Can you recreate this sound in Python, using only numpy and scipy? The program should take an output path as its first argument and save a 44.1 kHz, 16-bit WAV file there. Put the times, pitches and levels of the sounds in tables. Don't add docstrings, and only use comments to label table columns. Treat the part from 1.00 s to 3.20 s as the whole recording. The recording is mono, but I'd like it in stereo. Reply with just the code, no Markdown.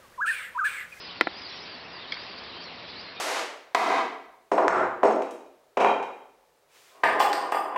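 import sys
import numpy as np
from scipy import signal
from scipy.io import wavfile

SR = 44100
rng = np.random.default_rng(int(sys.argv[2]) if len(sys.argv) > 2 else 0)


def transcribe(signal):
    frames = np.atleast_2d(signal).T
    limited = np.clip(frames, -1, 1)
    pcm = np.round(limited * 32767).astype(np.int16)
    wavfile.write(sys.argv[1], SR, pcm)


N = 97020
TIME = np.arange(N) / SR


def flock():
    # t/s, duration/s, first f/Hz, middle f/Hz, last f/Hz, level/dB
    near_calls = [(-.02, .09, 4850, 5090, 4750, -41), (.06, 0.058, 4500, 4220, 3540, -46),
                  (.08, 0.042, 3160, 3020, 2800, -50), (.13, 0.11, 4050, 4570, 5040, -52.5),
                  (.215, 0.031, 5400, 5200, 5100, -50), (.24, 0.053, 4500, 4020, 3560, -46.5),
                  (.35, .052, 4650, 4950, 5400, -41), (.412, .065, 4980, 4850, 4520, -41),
                  (.44, .075, 4550, 4220, 4100, -46), (.465, 0.046, 4550, 5260, 5680, -44.5),
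                  (.515, 0.073, 5100, 5520, 4850, -43.5), (.595, 0.054, 4800, 5190, 5620, -44),
                  (.665, 0.094, 4700, 4680, 4320, -46), (.77, 0.057, 3950, 4280, 4750, -51),
                  (.83, 0.11, 5100, 5310, 5140, -52), (.925, 0.056, 4900, 4780, 4400, -46),
                  (.98, 0.052, 3390, 3670, 3600, -48), (1.02, 0.042, 3720, 3350, 2900, -45),
                  (1.075, 0.089, 3600, 4250, 4400, -46), (1.16, .06, 4450, 4750, 4850, -47),
                  (1.215, 0.035, 4800, 5100, 5440, -45.5), (1.275, 0.065, 4950, 4670, 4620, -47),
                  (1.365, 0.033, 4300, 4710, 5200, -45.5), (1.43, 0.087, 4850, 4400, 3730, -48.5),
                  (1.525, 0.037, 3450, 3990, 4180, -46.5), (1.555, .07, 3100, 3150, 3360, -47.5),
                  (1.60, 0.063, 4200, 5200, 5820, -46), (1.612, .075, 4800, 4400, 3950, -49.5),
                  (1.69, 0.094, 4550, 3830, 3570, -62), (1.865, 0.039, 4800, 4600, 4030, -49.5),
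                  (1.952, .075, 3950, 4660, 5170, -42.5), (2.035, .06, 4280, 4190, 3850, -47),
                  (2.16, .05, 3750, 3670, 3650, -46), (2.155, 0.098, 2400, 2500, 2540, -47)]
    # f/Hz, relative density level/dB
    wash_spectrum = [(900, -30), (1600, 1), (2400, 1.5), (3100, 2.5), (4000, 3.5), (4700, -4), (5200, -2),
                     (5600, 1)]
    # t/s, level/dB
    excitement = [(0, 1), (.3, 0), (.42, 0), (.7, .5), (.87, -5), (1.02, -3), (1.2, 2.5), (1.5, -0.5),
                  (1.65, -0.5), (1.8, -1), (1.98, 0), (2.2, -3)]
    wash = from_db(-46) * banded_noise(wash_spectrum, patchy_db=2.75)
    near = shore_echoes(whistles(near_calls))
    chorus = from_db(-52.5) * crowd(per_s=220, low_hz=3100, high_hz=5200)
    chatter = from_db(-55) * crowd(per_s=160, low_hz=1736, high_hz=3100)
    return near + level_curve(excitement) * (wash + chorus) + chatter


def whistles(calls, edge_share=0.14, flutter_db=2.0, waver_share=0.01):
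    out, waver, flutter = np.zeros(N), drift(120), drift(100)
    for start, length, first, middle, last, db in calls:
        span = np.arange(max(int(start * SR), 0), min(int((start + length) * SR), N))
        progress = np.clip((span / SR - start) / length, 0, 1)
        own = (span + rng.integers(N)) % N
        arch = (middle - (first + last) / 2) * (1 - (2 * progress - 1) ** 2)
        hz = (first + (last - first) * progress + arch) * (1 + waver_share * waver[own])
        edge = np.minimum(np.minimum(progress, 1 - progress) / edge_share, 1)
        envelope = np.sin(np.pi / 2 * edge) * from_db(db + flutter_db * flutter[own])
        out[span] += envelope * np.sin(2 * np.pi * np.cumsum(hz) / SR)
    return out


def crowd(per_s, low_hz, high_hz, call_s=0.083, arch_share=0.17, spread_db=6.5):
    draws = rng.random((800, 5))
    starts = np.cumsum(-np.log(draws[:, 0])) / per_s - call_s
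    calls = []
    for start, (_, size, pitch, lean, distance) in zip(starts, draws):
        if start < N / SR:
            peak_hz = low_hz + (high_hz - low_hz) * pitch
            from_peak = 2 * lean - 1 + np.array([-.5, 0, .5])
            arch_hz = peak_hz * (1 - arch_share * from_peak ** 2)
            db = spread_db * min(-np.log(distance), 3)
            calls.append((start, call_s * (.5 + size), *arch_hz, db))
    return rms_one(whistles(calls))


def shore_echoes(direct, count=24, echo_db=-4.5, t60_s=0.35):
    delays = rng.uniform(0.0091, 0.16, count)
    gains = from_db(-60 * delays / t60_s)
    echoes = sum(gain * np.pad(direct, (int(s * SR), 0))[:N] for s, gain in zip(delays, gains))
    return direct + from_db(echo_db) * echoes / np.linalg.norm(gains)


def camera_knocks():
    # t/s, level/dB, brightness f/Hz
    knocks = [(.2108, -4, 4300), (.2127, -10, 2380), (.2152, -17, 3170), (.2192, -27, 2290),
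              (.2704, -7.5, 940), (.2721, -12.5, 2300)]
    # f/Hz, level/dB, T60/s
    case_modes = [(322, -10, 0.048), (484, -20, 0.025), (710, -8.5, 0.01), (1044, -11.5, 0.012),
                  (1360, -7, 0.015), (1710, -12, .012), (1730, -12.5, 0.026), (1944, -8.5, 0.011),
                  (2216, -29.5, 0.084), (2290, -40.5, 0.01), (3100, -20.5, 0.02), (3760, -15, 0.012),
                  (4300, -21, 0.011), (4950, -13, 0.0076)]
    return struck_body(knocks, case_modes, low_cut_hz=250.5, rub_db=-15.5)


def camera_ticks():
    # t/s, level/dB, brightness f/Hz
    ticks = [(1.1219, -23, 6500), (1.1236, -23, 3570), (1.1325, -48, 4540), (1.1425, -30, 5900),
             (1.1705, -19.5, 1500)]
    # f/Hz, level/dB, T60/s
    part_modes = [(1540, -19, 0.024), (2000, -16.5, .01), (2200, 0, 0.013), (2300, -27.5, .1),
                  (3180, -15, .05), (3300, -4, 0.012), (4400, -7, .009), (4750, 1, 0.0085)]
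    return struck_body(ticks, part_modes, low_cut_hz=1200, rub_db=-3.5)


def struck_body(contacts, modes, low_cut_hz, rub_db, rub_t60_s=0.074):
    force, impulse = np.zeros(N), TIME == 0
    for s, db, bright_hz in contacts:
        start = int(s * SR)
        rub = rng.standard_normal(N) * from_db(-60 * np.minimum(TIME / rub_t60_s, 3))
        push = impulse + from_db(rub_db) * rub / np.linalg.norm(rub)
        softening = signal.butter(4, bright_hz, fs=SR, output="sos")
        force[start:] += from_db(db) * signal.sosfilt(softening, push)[:N - start]
    body = sum(from_db(db) * ring(force, hz, t60) for hz, db, t60 in modes)
    return signal.sosfilt(signal.butter(4, low_cut_hz, "high", fs=SR, output="sos"), body)


def ring(force, hz, t60):
    radius, angle = from_db(-60 / (t60 * SR)), 2 * np.pi * hz / SR
    return signal.lfilter([.5, 0, -.5], [1, -2 * radius * np.cos(angle), radius ** 2], force + 1e-18)


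def wind():
    # f/Hz, relative density level/dB
    spectrum = [(20, -33), (35, -21), (60, -12.5), (110, -6), (140, -13.5), (200, -6.5), (320, -4.5),
                (480, -5), (640, -4.5), (800, -5.5), (1080, -4), (1600, -10.5), (2500, -8.5), (5000, -29)]
    # t/s, rms level/dB
    strength = [(0, -46), (.4, -46), (.95, -45.5), (1.35, -44.5), (1.7, -45), (2.2, -46)]
    return level_curve(strength) * banded_noise(spectrum, patchy_db=0.53)


def hum(hz=173.7, rms_db=-63, waver_db=1.5):
    amplitude = np.sqrt(2) * from_db(rms_db + waver_db * drift(5))
    return amplitude * np.sin(2 * np.pi * hz * TIME + .6 * drift(2))


def banded_noise(spectrum, patchy_db):
    edges = 18 * 2 ** (np.arange(27) / 3)
    hz, db = np.transpose(spectrum)
    out, white = 0, rng.standard_normal((2, N + SR // 2))
    for k, (low, high) in enumerate(zip(edges, edges[1:])):
        bandpass = signal.butter(2, [low, high], "band", fs=SR, output="sos")
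        band = signal.sosfilt(bandpass, white[k % 2])[-N:]
        centre_db = np.interp(np.log(low * high) / 2, np.log(hz), db)
        out = out + band * from_db(centre_db + patchy_db * drift(18))
    return rms_one(out)


def drift(corner_hz):
    step, settle = 40, 2000
    pole = np.exp(-2 * np.pi * corner_hz * step / SR)
    white = rng.standard_normal(N // step + settle + 2)
    slow = signal.lfilter([1], [1, -2 * pole, pole ** 2], white)[settle:]
    return np.interp(np.arange(N) / step, np.arange(len(slow)), rms_one(slow))


def level_curve(rows):
    return from_db(np.interp(TIME, *np.transpose(rows)))


def from_db(db):
    return 10 ** (np.asarray(db) / 20)


def rms_one(x):
    return x / np.sqrt(np.mean(x ** 2) + 1e-20)


def scene():
    return np.tile(hum() + wind() + flock() + camera_knocks() + camera_ticks(), (2, 1))


def record(dry, step=4, overload=0.75):
    sampled = dry * step * (np.arange(N) % step == 0)
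    smoothing = signal.firwin(71, cutoff=5290, fs=SR)
    image_cut = signal.firwin(301, cutoff=6300, window=("kaiser", 9), fs=SR)
    smooth = signal.fftconvolve(sampled, np.convolve(smoothing, image_cut)[None], "same", axes=1)
    treble_cut = signal.cheby2(12, 70, 16000, fs=SR, output="sos")
    return signal.sosfilt(treble_cut, np.clip(smooth, -overload, overload))


dry = scene()
out = record(dry)
transcribe(out)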